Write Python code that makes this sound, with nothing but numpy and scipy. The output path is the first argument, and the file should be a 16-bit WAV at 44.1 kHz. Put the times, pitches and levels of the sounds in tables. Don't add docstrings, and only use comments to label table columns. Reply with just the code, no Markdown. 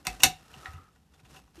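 import sys
import numpy as np
from scipy import signal
from scipy.fft import rfft, irfft, next_fast_len
from scipy.io import wavfile
from scipy.ndimage import map_coordinates

SR = 44100
rng = np.random.default_rng(int(sys.argv[2]) if len(sys.argv) > 2 else 0)


def store_pcm(level_fs):
    pcm = np.round(np.clip(level_fs, -1, 1) * 32767).astype(np.int16)
    wavfile.write(sys.argv[1], SR, np.atleast_2d(pcm).T)


def ratio(d):
    e = np.asarray(d, float) / 20
    return 10 ** e


N = 70560

# frequency in Hz, relative level in dB.
AIR_COLOR = [(15, -49.5), (25, -28.5), (66, -1.5), (113, -25.5), (152, -9.5), (410, -33), (445, -20),
             (495, -45), (826, -28.5), (1240, -38.5), (12500, -48.5), (15500, -57.5)]
# time in seconds, level in dB.
RUB_LEVEL = [(0, -63.5), (.04, -74), (.06, -50.5), (.14, -54), (.19, -61), (.205, -46), (.23, -60),
             (.33, -62), (.48, -64.5), (.56, -58.5), (.64, -57.5), (.7, -60.5), (.8, -71.5), (.9, -77.5),
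             (.96, -72.5), (1, -77), (1.1, -79.5), (1.14, -68), (1.17, -74.5), (1.2, -66), (1.23, -77.5),
             (1.255, -64.5), (1.28, -71.5), (1.3, -61), (1.34, -62.5), (1.36, -56.5), (1.385, -61.5),
             (1.42, -70), (1.46, -76), (1.53, -77.5), (1.555, -61.5), (1.6, -62)]
# frequency in Hz, relative level in dB.
SKIN_COLOR = [(120, -33.5), (200, -6), (345, -2), (923, -7), (1330, -7.5), (2090, -12), (2700, -11),
              (7090, -14.5), (13400, -21.5), (15500, -39)]
# frequency in Hz, width in Hz, relative level in dB.
RUB_RESONANCES = [(723, 150, -3), (1385, 330, -2), (1880, 170, -1.5), (2750, 250, -2), (4000, 300, -10),
                  (5400, 300, -5)]
# time in seconds, level in dB.
LEAN_LEVEL = [(0, -60), (.06, -68), (.1, -53.5), (.2, -63.5), (.26, -38), (.36, -66.5), (.5, -68.5),
              (.57, -58.5), (.66, -75), (.8, -61), (.88, -72.5), (1.2, -71.5), (1.33, -60.5), (1.42, -67),
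              (1.6, -74)]
# frequency in Hz, relative level in dB.
TABLE_COLOR = [(30, -26), (50, -1), (100, -0.5), (160, -6), (300, -7.5), (500, -13), (800, -46.5)]
# start in seconds, level in dB, pitch in Hz,
# time to fall by 60 dB in seconds.
THUDS = [(0.072, -31.5, 160.6, 0.057), (0.086, -38, 49.6, 0.35), (0.234, -34, 157.1, 0.3),
         (.24, -36, 90.2, 0.27), (.24, -35.5, 44.2, 0.24), (0.246, -34.5, 259.7, 0.1),
         (.24, -39.5, 340.3, .12), (.24, -33.5, 546, .1), (.53, -48, 75.64, 0.16),
         (0.568, -44.5, 135.8, 0.15), (0.684, -39.5, 80, 0.25), (.74, -36, 87.1, 0.21),
         (0.749, -43.5, 140.7, 0.14), (1.232, -49.5, 119.3, .12), (1.299, -50.5, 69.9, .2),
         (1.325, -51, 150, 0.23), (1.579, -43.5, 334.4, 0.12)]
# start in seconds, level in dB, ping pitch in Hz,
# ping level relative to the contact in dB, treble tilt in dB per octave.
CONTACTS = [(.0518, -29.5, 12300, -22, 5.5), (.0687, -10, 2275, -11, -7.5), (.2039, -35, 2750, -4.5, 17.5),
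            (.2212, -28, 7660, 2, 1), (.2278, -26, 5400, -3, 5), (.2342, 1.5, 2750, -6.5, -1.5),
            (.2418, -8.5, 5750, 3.5, -9.5), (.2506, -12.5, 6563, 1.5, -5), (.5405, -39, 2840, 1.5, -5),
            (.6582, -27, 1865, 0, -12.5), (.7344, -37, 8950, -16, 0), (.7595, -48, 1985, -0.5, -8),
            (.9594, -57, 1763, -6, -14), (1.1372, -51.5, 3530, -3.5, -0.5), (1.1944, -54.5, 2352, -3.5, -7),
            (1.2504, -47, 3500, -6, -1), (1.3466, -37, 1402, -23, -5), (1.3664, -41.5, 2800, -6.5, 3),
            (1.4774, -56.5, 1130, -4.5, 2)]
# frequency in Hz, width in Hz, relative level in dB.
TRAY_RESONANCES = [(355.9, 58, -17.5), (580, 150, -14.5), (929.7, 900, -15.5), (1540, 400, -14.5),
                   (2100, 1200, -6.5), (2750, 170, -19.5), (3810, 780, -4), (4900, 1000, -7.5),
                   (5370, 310, -2), (7000, 900, -2.5), (8717, 1000, -3), (12300, 2500, -8.5)]
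# pitch in Hz, relative level in dB,
# time to fall by 60 dB in seconds.
HOUSING_MODES = [(736.7, -25, 0.22), (769.8, -24, .24), (997, -20.5, .07), (1282.7, -30, 0.091),
                 (1472, -20.5, 0.048), (1933, -22, 0.039), (2493, -23.5, 0.04), (2613, -28.5, .12),
                 (2820, -24.5, 0.081), (3556, -30.5, .1), (5926, -28, 0.065), (6670, -31, .08)]
# frequency in Hz, time to fall by 60 dB in seconds (fast part).
ROOM_DECAY = [(200, .15), (800, 0.11), (2500, 0.13), (6000, 0.096), (12000, 0.085)]
# time in seconds, level in dB.
SLIDE_LEVEL = [(.4, -76), (.5, -68), (.6, -63), (.67, -49), (.72, -60.5), (.76, -60), (.79, -59.5),
               (.84, -62.5), (.89, -65.5), (.92, -79.5)]
# frequency in Hz, width in Hz, relative level in dB.
SLIDE_RESONANCES = [(1277.5, 60, 5), (750, 40, -12.5), (1594, 270, -19.5), (335, 52, -13.5)]
# frequency in Hz, gain in dB.
MIC_RESPONSE = [(25, -11.5), (45, 0.5), (14000, 4), (15000, -12.5), (16000, -21)]


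def unit(x):
    return x / np.sqrt(np.mean(x ** 2) + 1e-20)


def along(points, hz):
    f, v = np.transpose(points)
    return np.interp(np.log(hz + 1), np.log(f + 1), v)


def curve(rows):
    s, db = np.transpose(rows)
    after = db[-1] if s[-1] > N / SR - .05 else -120
    return np.interp(np.arange(N) / SR, s, db, left=-120, right=after)


def wobble(rate, size=N):
    points = rng.standard_normal(int(size * rate / SR) + 4)
    return map_coordinates(points, [np.arange(size) * rate / SR])


def filtered(x, response):
    m = next_fast_len(len(x) + 8192)
    return irfft(rfft(x, m) * response(np.fft.rfftfreq(m, 1 / SR)), m)[:len(x)]


def resonances(peaks, f):
    total = 0
    for k, (center, width, db) in enumerate(peaks):
        damping = 1j * f * width
        total = total + (-1) ** k * ratio(db) * damping / (center * center - f * f + damping)
    return total


def air():
    level = ratio(-64.5 + 1.5 * wobble(2))
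    tone = filtered(rng.standard_normal(N), lambda f: ratio(along(AIR_COLOR, f)))
    return level * unit(tone)


def fingers():
    grain = rng.standard_normal(N) * ratio(2.5 * wobble(350))

    def color(f):
        woken = ratio(1.5) * abs(resonances(RUB_RESONANCES, f))
        return ratio(along(SKIN_COLOR, f)) * (1 + woken)

    return ratio(curve(RUB_LEVEL)) * unit(filtered(grain, color))


def table():
    thuds, t = np.zeros(N + SR), np.arange(SR // 2) / SR
    rise = 1 - np.exp(-t / 0.0021)
    for start, db, hz, t60 in THUDS:
        thud = ratio(db - 60 * t / t60) * rise * np.sin(2 * np.pi * hz * t)
        thuds[round(start * SR):][:len(t)] += thud
    rumble = filtered(rng.standard_normal(N), lambda f: ratio(along(TABLE_COLOR, f)))
    return thuds[:N] + ratio(curve(LEAN_LEVEL)) * unit(rumble)


def tilt(f, treble_db):
    return (1 + 1j * f / 4000) ** (treble_db / np.log2(64))


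def tray_snap(t, db, treble_db):
    t60 = .03 * ratio(0.64 * db)
    spiky_db = 0
    rattle = rng.standard_normal(len(t)) * ratio(spiky_db * wobble(900, len(t)) - 60 * t / t60)
    snap = filtered(rattle, lambda f: tilt(f, treble_db) * resonances(TRAY_RESONANCES, f))
    return snap / np.sqrt(np.sum(snap ** 2) / (t60 * SR / 14))


def contact_ping(t, hz, ping_db):
    fade = ratio(ping_db - 60 * t * hz / 27)
    return fade * np.sin(2 * np.pi * hz * t) * (1 - np.exp(-t / 0.00033))


def housing_ring(t, hz, treble_db):
    ring = np.zeros(len(t))
    for k, (f, db, t60) in enumerate(HOUSING_MODES):
        octaves_away = np.log2((f + 1) / hz)
        focus_db = 7 * np.exp(-.5 * (octaves_away / 0.18) ** 2)
        scatter_db = rng.normal(0, 1.5)
        level = abs(tilt(f, treble_db)) * ratio(db + focus_db + scatter_db - 60 * t / t60)
        ring += (-1) ** k * level * np.sin(2 * np.pi * f * t)
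    return ring * (1 - np.exp(-t / .001))


def room(x):
    hz, t, noise = signal.stft(rng.standard_normal(SR // 2), SR, nperseg=256)
    fall_db = -60 * t / along(ROOM_DECAY, hz)[:, None]
    fade = ratio(fall_db) + ratio(-12.5 + fall_db / 2.3)
    tail = signal.istft(noise * fade, SR, nperseg=256)[1]
    delayed = np.pad(x, (round(.004 * SR), 0))
    return signal.fftconvolve(delayed, tail / np.linalg.norm(tail))[:len(x)]


def contacts():
    out, t = np.zeros(N + SR), np.arange(SR // 2) / SR
    for start, db, hz, ping_db, treble_db in CONTACTS:
        snap = ratio(db - 10.5) * tray_snap(t, db, treble_db)
        hit = snap + ratio(db) * contact_ping(t, hz, ping_db)
        ring = ratio(.8 * db - 6) * housing_ring(t, hz, treble_db)
        echo = ratio(-6.5) * room(hit + .5 * ring)
        out[round(start * SR):][:len(t)] += hit + ring + echo
    return out[:N]


def slide():
    friction = rng.standard_normal(N) * ratio(wobble(79))
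    return ratio(curve(SLIDE_LEVEL)) * unit(filtered(friction, lambda f: resonances(SLIDE_RESONANCES, f)))


def scene():
    return (contacts() + table() + slide() + fingers() + air())[None]


def band_limit(x):
    return signal.sosfilt(signal.butter(12, 16270, fs=SR, output="sos"), x)


def record(dry):
    x = filtered(dry[0], lambda f: ratio(along(MIC_RESPONSE, f)))
    ceiling, knee = .95, 4
    mix = x / (1 + abs(x / ceiling) ** knee) ** (1 / knee)
    return band_limit(mix[None])


dry = scene()
out = record(dry)
store_pcm(out)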